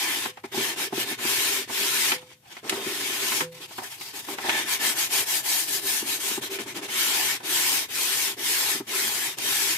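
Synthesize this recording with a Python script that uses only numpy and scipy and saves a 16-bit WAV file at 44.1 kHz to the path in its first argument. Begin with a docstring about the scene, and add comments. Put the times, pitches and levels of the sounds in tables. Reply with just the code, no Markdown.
"""In an alcove, a metre from a phone, sandpaper wrapped round the edge of a pine shelf is drawn to and fro by hand.
Scratches are noise grains, heard straight and through resonances of fold, shelf edge and drumming board.
Fingers and folds knock the board by short pushes; a steel bracket rings as decaying sines where the sheet snaps off.
Between strokes the loose sheet rustles in bands of crackle. Behind lie filtered room tone, a swaying low rumble
and the close walls' short echo; two microphone ports colour it all."""
import sys
import numpy as np
from scipy import signal
from scipy.fft import rfft, irfft, next_fast_len
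from scipy.io import wavfile
from scipy.ndimage import uniform_filter1d

SR = 44100
rng = np.random.default_rng(int(sys.argv[2]) if len(sys.argv) > 2 else 0)


def wav_out(sig):
    """Save sig, one row per channel (or a flat mono array), as 16-bit PCM at SR to the path in sys.argv[1]."""
    wavfile.write(sys.argv[1], SR, np.round(np.clip(np.atleast_2d(sig).T, -1, 1) * 32767).astype(np.int16))


N = 430857

# Spectrum of grit on pine, for scratches and cracks. Each row: frequency in Hz, relative level in dB.
SCRATCH_SPECTRUM = [(290, -58), (500, -53), (1030, -3.5), (1200, -12), (1270, -6), (2230, 1.5), (3740, 0),
                    (4070, -2), (9930, -4), (14200, -6), (15500, -5)]
# Resonances of the board, the last one broad. Each row: frequency in Hz, width in Hz, relative gain in dB.
BOARD_MODES = [(127.8, 5.2, -13.5), (229, 12.8, -6), (274.4, 31, -3.5), (329, 52, -2), (394.2, 20.7, 4.5),
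               (750, 1060, -13.5)]
# Resonances of the hollow in the folded sheet. Each row: frequency in Hz, width in Hz, relative gain in dB.
FOLD_MODES = [(840, 182, 7.5), (1270, 10, -3)]
# Rustles of the loose sheet. Each row: start in seconds, length in seconds, level in dB,
# crinkle pitch in Hz, crinkle level above the rustle in dB.
RUSTLE_TIMES = [(0.354, 0.056, -50, 2000, -5), (0.433, 0.035, -42, 2210, -1), (2.143, 0.14, -46, 890, -18),
                (2.24, 0.12, -50, 2500, -23), (2.29, 0.053, -47, 2980, -12), (2.42, 0.16, -53, 800, -3),
                (2.495, 0.12, -40.5, 2190, -17), (3.514, 0.098, -41.5, 3600, -20),
                (3.598, 0.071, -35.5, 3430, -8), (3.674, 0.19, -40, 4800, -11),
                (3.815, 0.092, -36.5, 1750, -9), (3.887, 0.1, -39, 2520, -12), (3.968, 0.18, -38, 4740, -5),
                (4.13, 0.098, -34, 2580, -15), (4.215, 0.14, -41.5, 900, -16),
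                (7.39, 0.049, -43, 1500, -12)]


def undb(db):
    """Amplitude factor of a level in dB."""
    return 10 ** (np.asarray(db) / 20)


def level(x, db):
    """Scale a signal to an RMS level in dB."""
    return x * undb(db) / np.sqrt(np.mean(x ** 2))


def high_pass(x, order, hz):
    """Butterworth high-pass."""
    return signal.sosfilt(signal.butter(order, hz, "high", fs=SR, output="sos"), x)


def curves(rows):
    """Columns of a time table, one value a sample."""
    s, *columns = np.transpose(rows)
    return [np.interp(np.arange(N) / SR, s, column) for column in columns]


def colour(x, points, scale=1):
    """Filter by (Hz, dB) points joined along log frequency; scale multiplies the dB."""
    size = next_fast_len(N)
    hz, db = np.transpose(points)
    f = np.arange(size // 2 + 1) * SR / size + 1  # 1 Hz up, to keep the log finite
    gain = undb(scale * np.interp(np.log(f), np.log(hz), db))
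    return irfft(rfft(x, size) * gain, size)[..., :N]


def walk(rate):
    """Random levels joined by slopes of 1 / rate s; spread a little below 1."""
    k = int(SR / rate)
    steps = np.repeat(rng.standard_normal(N // k + 1), k)
    return uniform_filter1d(steps, k)[:N]


def ring(x, modes, flicker_db=0.0):
    """Parallel resonances, neighbours in opposite phase; each may flicker, as when the contact moves."""
    out = 0
    for k, (hz, width, db) in enumerate(modes):
        gain = (-1) ** k * undb(db + flicker_db * walk(12))
        out = out + gain * signal.lfilter(*signal.iirpeak(hz, hz / width, SR), x)
    return out


def grit(scatter_db, channels):
    """Countless grain scratches of uneven size: noise with a random gain on each sample."""
    size_db = scatter_db * np.minimum(rng.exponential(size=(channels, N)), 5.0)
    return level(rng.standard_normal((channels, N)) * undb(size_db), 0)


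def pair(x, alike_hz=800, size=4):
    """Two ports from three rows: the bass is common, size samples later at the right; the treble differs."""
    low = signal.butter(2, alike_hz, "low", fs=SR, output="sos")
    common = signal.sosfilt(low, x[0])
    return np.array([common, np.roll(common, size)]) + high_pass(x[1:], 2, alike_hz)


def glide(s, length):
    """Samples, time since the start and hand speed 0-1: speeding up, gliding, slowing."""
    ramp_limit = 0.34 * length  # keeps short strokes from being all ramp
    speed_up_s, slow_down_s = min(0.12, ramp_limit), min(0.079, ramp_limit)
    i = np.arange(max(int(s * SR), 0), min(int((s + length) * SR), N))
    t = i / SR - s
    speed = np.clip(np.minimum(t / speed_up_s, (length - t) / slow_down_s), 0, 1)
    return i, t, speed


def bend(x, patchy_db):
    """The bending sheet brightens and dulls in drifting patches, some 40 ms by 250 Hz."""
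    spectrum = signal.stft(x, nperseg=512)[2]
    patches = rng.standard_normal(spectrum.shape[1:])
    patches = uniform_filter1d(patches, size=3, axis=0)  # along frequency
    patches = uniform_filter1d(patches, size=7, axis=1)  # along time
    return signal.istft(spectrum * undb(patchy_db * patches / patches.std()), nperseg=512)[1][:, :N]


def room_tone():
    """Steady air of the room: noise filtered to a fixed spectrum."""
    # Spectrum of the room. Each row: frequency in Hz, relative level in dB.
    tone_spectrum = [(60, -6), (300, 6), (900, -14), (2500, -5), (15000, -3)]
    return level(colour(pair(rng.standard_normal((3, N))), tone_spectrum), -63)


def rumble(drum_db):
    """Two low resonances of noise, swaying at random and partly following the drumming."""
    sway_db, follow = 2, 0.11  # follow: share of the board's dB changes
    low = ring(pair(rng.standard_normal((3, N)), alike_hz=470), [(73, 12, -31), (119.6, 28, 14)])
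    slow_db = uniform_filter1d(drum_db, SR // 8)
    return level(low, -59.5) * undb(sway_db * walk(6.8) + follow * (slow_db - slow_db.mean()))


def alcove(x):
    """Short dense echo of the close plaster walls: decaying noise, softened in the treble."""
    t60_s, echo_db = 0.15, -12
    t = np.arange(int(.5 * SR)) / SR
    echo = np.zeros((3, N))
    # the first return comes after 3 ms
    echo[:, :len(t)] = rng.standard_normal((3, len(t))) * undb(-60 * t / t60_s) * (t > .003)
    echo = signal.lfilter([1], [1, -.4], pair(echo)[:, :len(t)])
    echo = echo / np.sqrt(np.sum(echo ** 2, axis=1, keepdims=True))
    return undb(echo_db) * signal.fftconvolve(x, echo, axes=1)[:, :N]


def bracket():
    """Three decaying sines of the steel bracket, set ringing by each snap."""
    # Modes of the bracket. Each row: frequency in Hz, time to fall 60 dB in seconds.
    steel_modes = [(163, .56), (364, .25), (505, .5)]
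    # The sheet slips off the shelf end. Each row: time in seconds, ring level in dB,
    # level of the two lower modes against the highest in dB.
    snap_times = [(.262, -47, -14), (2.123, -37, -14), (3.415, -31.5, -7)]
    out, t = np.zeros(N), np.arange(SR) / SR
    onset = 1 - np.exp(-t / 0.0088)
    low, middle, high = (undb(-60 * t / t60) * np.sin(2 * np.pi * hz * t) * onset for hz, t60 in steel_modes)
    for s, db, low_db in snap_times:
        i = int(s * SR)
        out[i:i + SR] += undb(db) * (high + undb(low_db) * (low + middle))
    return out


def papery_crack(noise, db, crack_db):
    """A burst of low-passed noise; weaker cracks are duller, slower scuffs."""
    t = np.arange(noise.shape[1]) / SR
    cutoff_hz = min(12400 * 2 ** (0.32 * crack_db), 16000)
    rise_s, fall_s = .0007 * 2 ** (-.12 * crack_db), .0055 * 2 ** (-.05 * crack_db)
    dulled = signal.lfilter(*signal.butter(2, cutoff_hz, fs=SR), noise)
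    return (1.5 - np.exp(-t / rise_s)) * level(dulled, db + crack_db) * np.exp(-t / fall_s)


def knocks():
    """Each knock is a short push and a few ms of rattle into board and fold, with a papery crack."""
    # Knocks on the board. Each row: time in seconds, relative strength in dB, crack against that strength in dB,
    # drive of the fold against that of the board in dB.
    knock_times = [(0.254, -14, -12.5, -2), (0.372, -35, -10, 10), (0.439, -14, -16, -1),
                   (0.543, -15, -26, -2), (0.572, -4.5, -25, -7.5), (0.601, -10.5, -30, -6),
                   (0.924, -5.5, -24, -5), (0.974, -6.5, -30, -11), (1.004, -15, -30, -10),
                   (1.112, -12, -28, -6), (1.188, -28, -10, -6), (1.247, -9.5, -28, -7),
                   (1.695, -17.5, -15, 4), (2.118, -16.5, -8, 5), (2.221, -31, -28, 1),
                   (2.314, -50, -7, 10), (2.515, -45, -7, 1), (2.567, -32, -9.5, 7.5), (2.64, -20, -16, -6),
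                   (2.695, -25, -0.5, -13), (2.721, -7.5, -15, -4), (2.862, -9.5, -16.5, -13),
                   (3.318, -20.5, -9.5, 5), (3.405, -11, -11, -9), (3.708, -41.5, -12, 18.5),
                   (3.783, -19.5, -12.5, 8.5), (3.818, -31, -24, 12), (4.011, -39, -4, 14),
                   (4.284, -20.5, -13.5, 3.5), (4.384, -25, -9.5, 11.5), (4.442, -16.5, -20, 4.5),
                   (4.484, -12.5, -22, 2.5), (4.494, -18.5, -6.5, 5), (4.543, -19, -24, 3),
                   (6.022, -12.5, -30, -12), (6.309, -16, -25, -17.5), (6.374, -9, -23, -6),
                   (6.431, -26, -11, -2), (6.587, -29.5, -8, -6), (6.6, -16, -28, -3.5),
                   (6.886, -29, -11, 2), (7.402, -28.5, -13, 7), (8.751, -14.5, -34, -10),
                   (8.801, -10, -34, -9), (9.385, -38.5, 3, 15.5)]
    t = np.arange(2048) / SR
    thud, tap, crack = np.zeros((3, N)), np.zeros((3, N)), np.zeros((2, N))
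    push = t / 0.0013 * np.exp(1 - t / 0.00052)
    rattle_shape = np.exp(-t / 0.0077) * (1 - np.exp(-t / 0.0039))
    for s, db, crack_db, fold_db in knock_times:
        i = int(s * SR)
        chance = rng.standard_normal((5, len(t)))
        blow = undb(db) * (push + 0.5 * chance[:3] * rattle_shape)
        thud[:, i:i + len(t)] += blow
        tap[:, i:i + len(t)] += undb(fold_db) * blow
        crack[:, i:i + len(t)] += papery_crack(chance[3:], db, crack_db)
    # the hand on the board damps its ring
    held = [(hz, 1.4 * width, db) for hz, width, db in BOARD_MODES]
    body = undb(9.5) * ring(thud, held) + undb(8.0) * ring(tap, FOLD_MODES)
    return pair(body) + undb(11.0) * colour(crack, SCRATCH_SPECTRUM)


def crinkles():
    """Each rustle bends the sheet its own way, so a patch of crackle stands out at its own pitch."""
    width_share = 0.14  # of the pitch
    out = np.zeros((2, N))
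    grains = grit(scatter_db=4, channels=2) * undb(3.5 * walk(120))
    for s, length, db, hz, crinkle_db in RUSTLE_TIMES:
        i, t, speed = glide(s, length)
        patch = signal.lfilter(*signal.iirpeak(hz, 1 / width_share, SR), grains[:, i])
        out[:, i] += level(patch, db + crinkle_db) * speed
    return out


def hand():
    """Scratch and drum levels in dB from the speed of the hand in each stroke and rustle."""
    # Strokes along the edge; quick ones overlap at the turn. Each row: start in seconds, length in seconds,
    # early scratch level in dB, late scratch level in dB, drumming of the board above the scratch in dB.
    stroke_times = [(-.1, 0.42, -23.5, -28, -18), (0.515, 0.24, -25.5, -25, -13.5),
                    (0.759, 0.13, -25.5, -25.5, -13.5), (0.901, 0.15, -37, -19, -11.5),
                    (1.046, 0.12, -27.5, -29, -14), (1.174, 0.48, -22.5, -24.5, -16),
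                    (1.674, 0.5, -24.5, -21.5, -16.5), (2.629, 0.18, -33.5, -28.5, -5.5),
                    (2.755, 0.7, -29.5, -24.5, -13.5), (4.273, 0.091, -36.5, -33, -6.5),
                    (4.352, 0.081, -36, -39.5, -9), (4.404, 0.25, -28.5, -21, -14),
                    (4.646, 0.14, -27, -23, -19), (4.784, 0.17, -24.5, -24, -15),
                    (4.943, 0.15, -24.5, -28, -17.5), (5.084, 0.17, -27.5, -25.5, -16.5),
                    (5.243, 0.18, -29, -28, -16), (5.416, 0.27, -27.5, -31.5, -16.5),
                    (5.658, 0.16, -32.5, -32.5, -12), (5.809, 0.25, -30.5, -31, -14.5),
                    (6.035, 0.16, -30.5, -28.5, -14.5), (6.179, 0.23, -28.5, -28.5, -14.5),
                    (6.409, 0.089, -28, -34.5, -12), (6.493, 0.093, -31, -29.5, -12.5),
                    (6.585, 0.076, -26.5, -41.5, -9), (6.657, 0.085, -31, -36, -9.5),
                    (6.742, 0.068, -31.5, -33.5, -10.5), (6.811, 0.065, -32.5, -30.5, -11),
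                    (6.876, 0.51, -21.5, -25, -18.5), (7.427, 0.44, -23, -26.5, -16.5),
                    (7.881, 0.47, -26.5, -27, -17), (8.366, 0.45, -25.5, -27, -17),
                    (8.867, 0.49, -24.5, -29, -16.5), (9.368, 0.43, -25, -25, -17)]
    rest_db, rest_drum_db = -69, -79  # with the hand still
    rustle_fade_db, rustle_drum_db = -3, -17.5  # fade through a rustle; board above a rustle
    scratch_power, drum_power = 0.64, 0.39  # amplitude grows with hand speed to these powers
    bite_db, bite_s = 5.5, 0.054  # the board drums harder as the grit first bites
    linger_db, linger_s = -18.5, 0.16  # the slack sheet whispers on around each turn
    rub, drum = np.full(N, undb(rest_db) ** 2), np.full(N, undb(rest_drum_db) ** 2)
    rustles = [(s, length, db, db + rustle_fade_db, rustle_drum_db) for s, length, db, *_ in RUSTLE_TIMES]
    for s, length, early_db, late_db, above_db in stroke_times + rustles:
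        i, t, speed = glide(s, length)
        db = early_db + (late_db - early_db) * t / length
        board_db = db + above_db + bite_db * np.exp(-t / bite_s)
        # powers add where strokes overlap
        rub[i] += (undb(db) * speed ** scratch_power) ** 2
        drum[i] += (undb(board_db) * speed ** drum_power) ** 2
    rub = rub + undb(linger_db) ** 2 * np.abs(uniform_filter1d(rub, int(linger_s * SR)))
    return 10 * np.log10(rub), 10 * np.log10(drum)


def sanding(rub_db, drum_db):
    """Scratches heard straight and through the sheet, the shelf edge, the fold and the whole board."""
    # How the sheet is held. Each row: time in seconds, fine hiss in dB, gain of the fold in dB,
    # gain of the lowest edge mode in dB, all relative.
    grip = [(0.0, -4, 8, 11), (1.85, -2.5, -3, 2), (2.28, -5, 9, -8), (3.15, -3, 5.5, 2),
            (3.9, 7.5, 15, -5), (4.3, 6, 11, 5), (4.55, -11.5, 13, 14), (4.7, -1.5, 5, 9),
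            (5.3, 7.5, 13.5, 7), (5.82, 13, 10.5, 8), (6.5, 0.5, 4, -7), (6.94, -4, 4.5, 3),
            (7.92, 4, 7.5, 1), (9.77, 1, 3.5, 6.5)]
    # Resonances of the shelf edge. Each row: frequency in Hz, width in Hz, relative gain in dB.
    edge_modes = [(1747, 72, 0.5), (2254, 10, 9), (3080, 20, -12), (3140, 26, 8.5), (3667, 67, 13.5)]
    pan_db = -0.3  # left minus right
    fine_db, fold_db, edge_db = curves(grip)
    grains = pair(grit(scatter_db=1.5, channels=3), alike_hz=1630)
    grains = grains * undb(0.61 * walk(40) + 0.5 * walk(200))
    # a loosely held sheet crackles: the quieter the rub, the more it comes in bursts
    grains = grains * undb(np.clip(-.2 * (rub_db + 28.5), 0, 3.0) * walk(90))

    scratch = level(colour(bend(grains, patchy_db=2.5), SCRATCH_SPECTRUM), 0)
    # faster strokes tear finer, so the treble grows quicker than the level
    treble_db = fine_db + 0.59 * np.maximum(rub_db + 30.0, -8.0)
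    scratch = scratch + (undb(treble_db) - 1) * high_pass(scratch, 1, 5000)

    upper_edge = ring(grains, edge_modes[1:], flicker_db=3)
    lowest_edge = undb(edge_db) * ring(grains, edge_modes[:1], flicker_db=3)
    edge = level(upper_edge + lowest_edge, -12)
    fold = level(ring(grains, FOLD_MODES, flicker_db=3.0), -28) * undb(fold_db)

    drum = grit(scatter_db=3.0, channels=3)
    *modes, broad = BOARD_MODES
    board = ring(drum, modes, flicker_db=2.0) - ring(drum, [broad])
    board = level(pair(board), 0) * undb(1.93 * walk(25))
    rub_gain = undb(rub_db + np.array([[pan_db], [-pan_db]]) / 2)
    return rub_gain * (scratch + edge + fold) + undb(drum_db) * board


def scene():
    """Sanding, rustles and knocks near the phone, with their echo, the bracket, room tone and rumble."""
    rub_db, drum_db = hand()
    near = sanding(rub_db, drum_db) + crinkles() + knocks()
    # only sound above about 600 Hz is echoed
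    walls = alcove(high_pass(near, 2, 600))
    return near + walls + bracket() + room_tone() + rumble(drum_db)


def record(dry):
    """The two ports favour different bands and share a narrow dip; the bass falls away, the top rolls off and is cut."""
    # Tilt between the microphone ports. Each row: frequency in Hz, gain at the left port in dB;
    # the right port takes 1.52 times the opposite.
    port_tilt = [(250, 0), (380, 0.5), (700, -2), (1290, 0.5), (2380, 1), (4400, -0.5), (8120, 1.5),
                 (10500, 4), (15000, 1)]
    # Treble roll-off. Each row: frequency in Hz, gain in dB.
    top_rolloff = [(14600, 0), (15000, -20)]
    notch_hz, notch_width_hz, notch_depth = 10650, 420, .7  # depth as a share of the amplitude
    x = np.array([colour(dry[0], port_tilt, 1.0), colour(dry[1], port_tilt, -1.52)])
    x = high_pass(x, 2, 65)
    x = x - notch_depth * signal.lfilter(*signal.iirpeak(notch_hz, notch_hz / notch_width_hz, SR), x)
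    x = colour(x, top_rolloff)
    return signal.sosfilt(signal.ellip(12, .2, 80, 15700, fs=SR, output="sos"), x)


dry = scene()
out = record(dry)
wav_out(out)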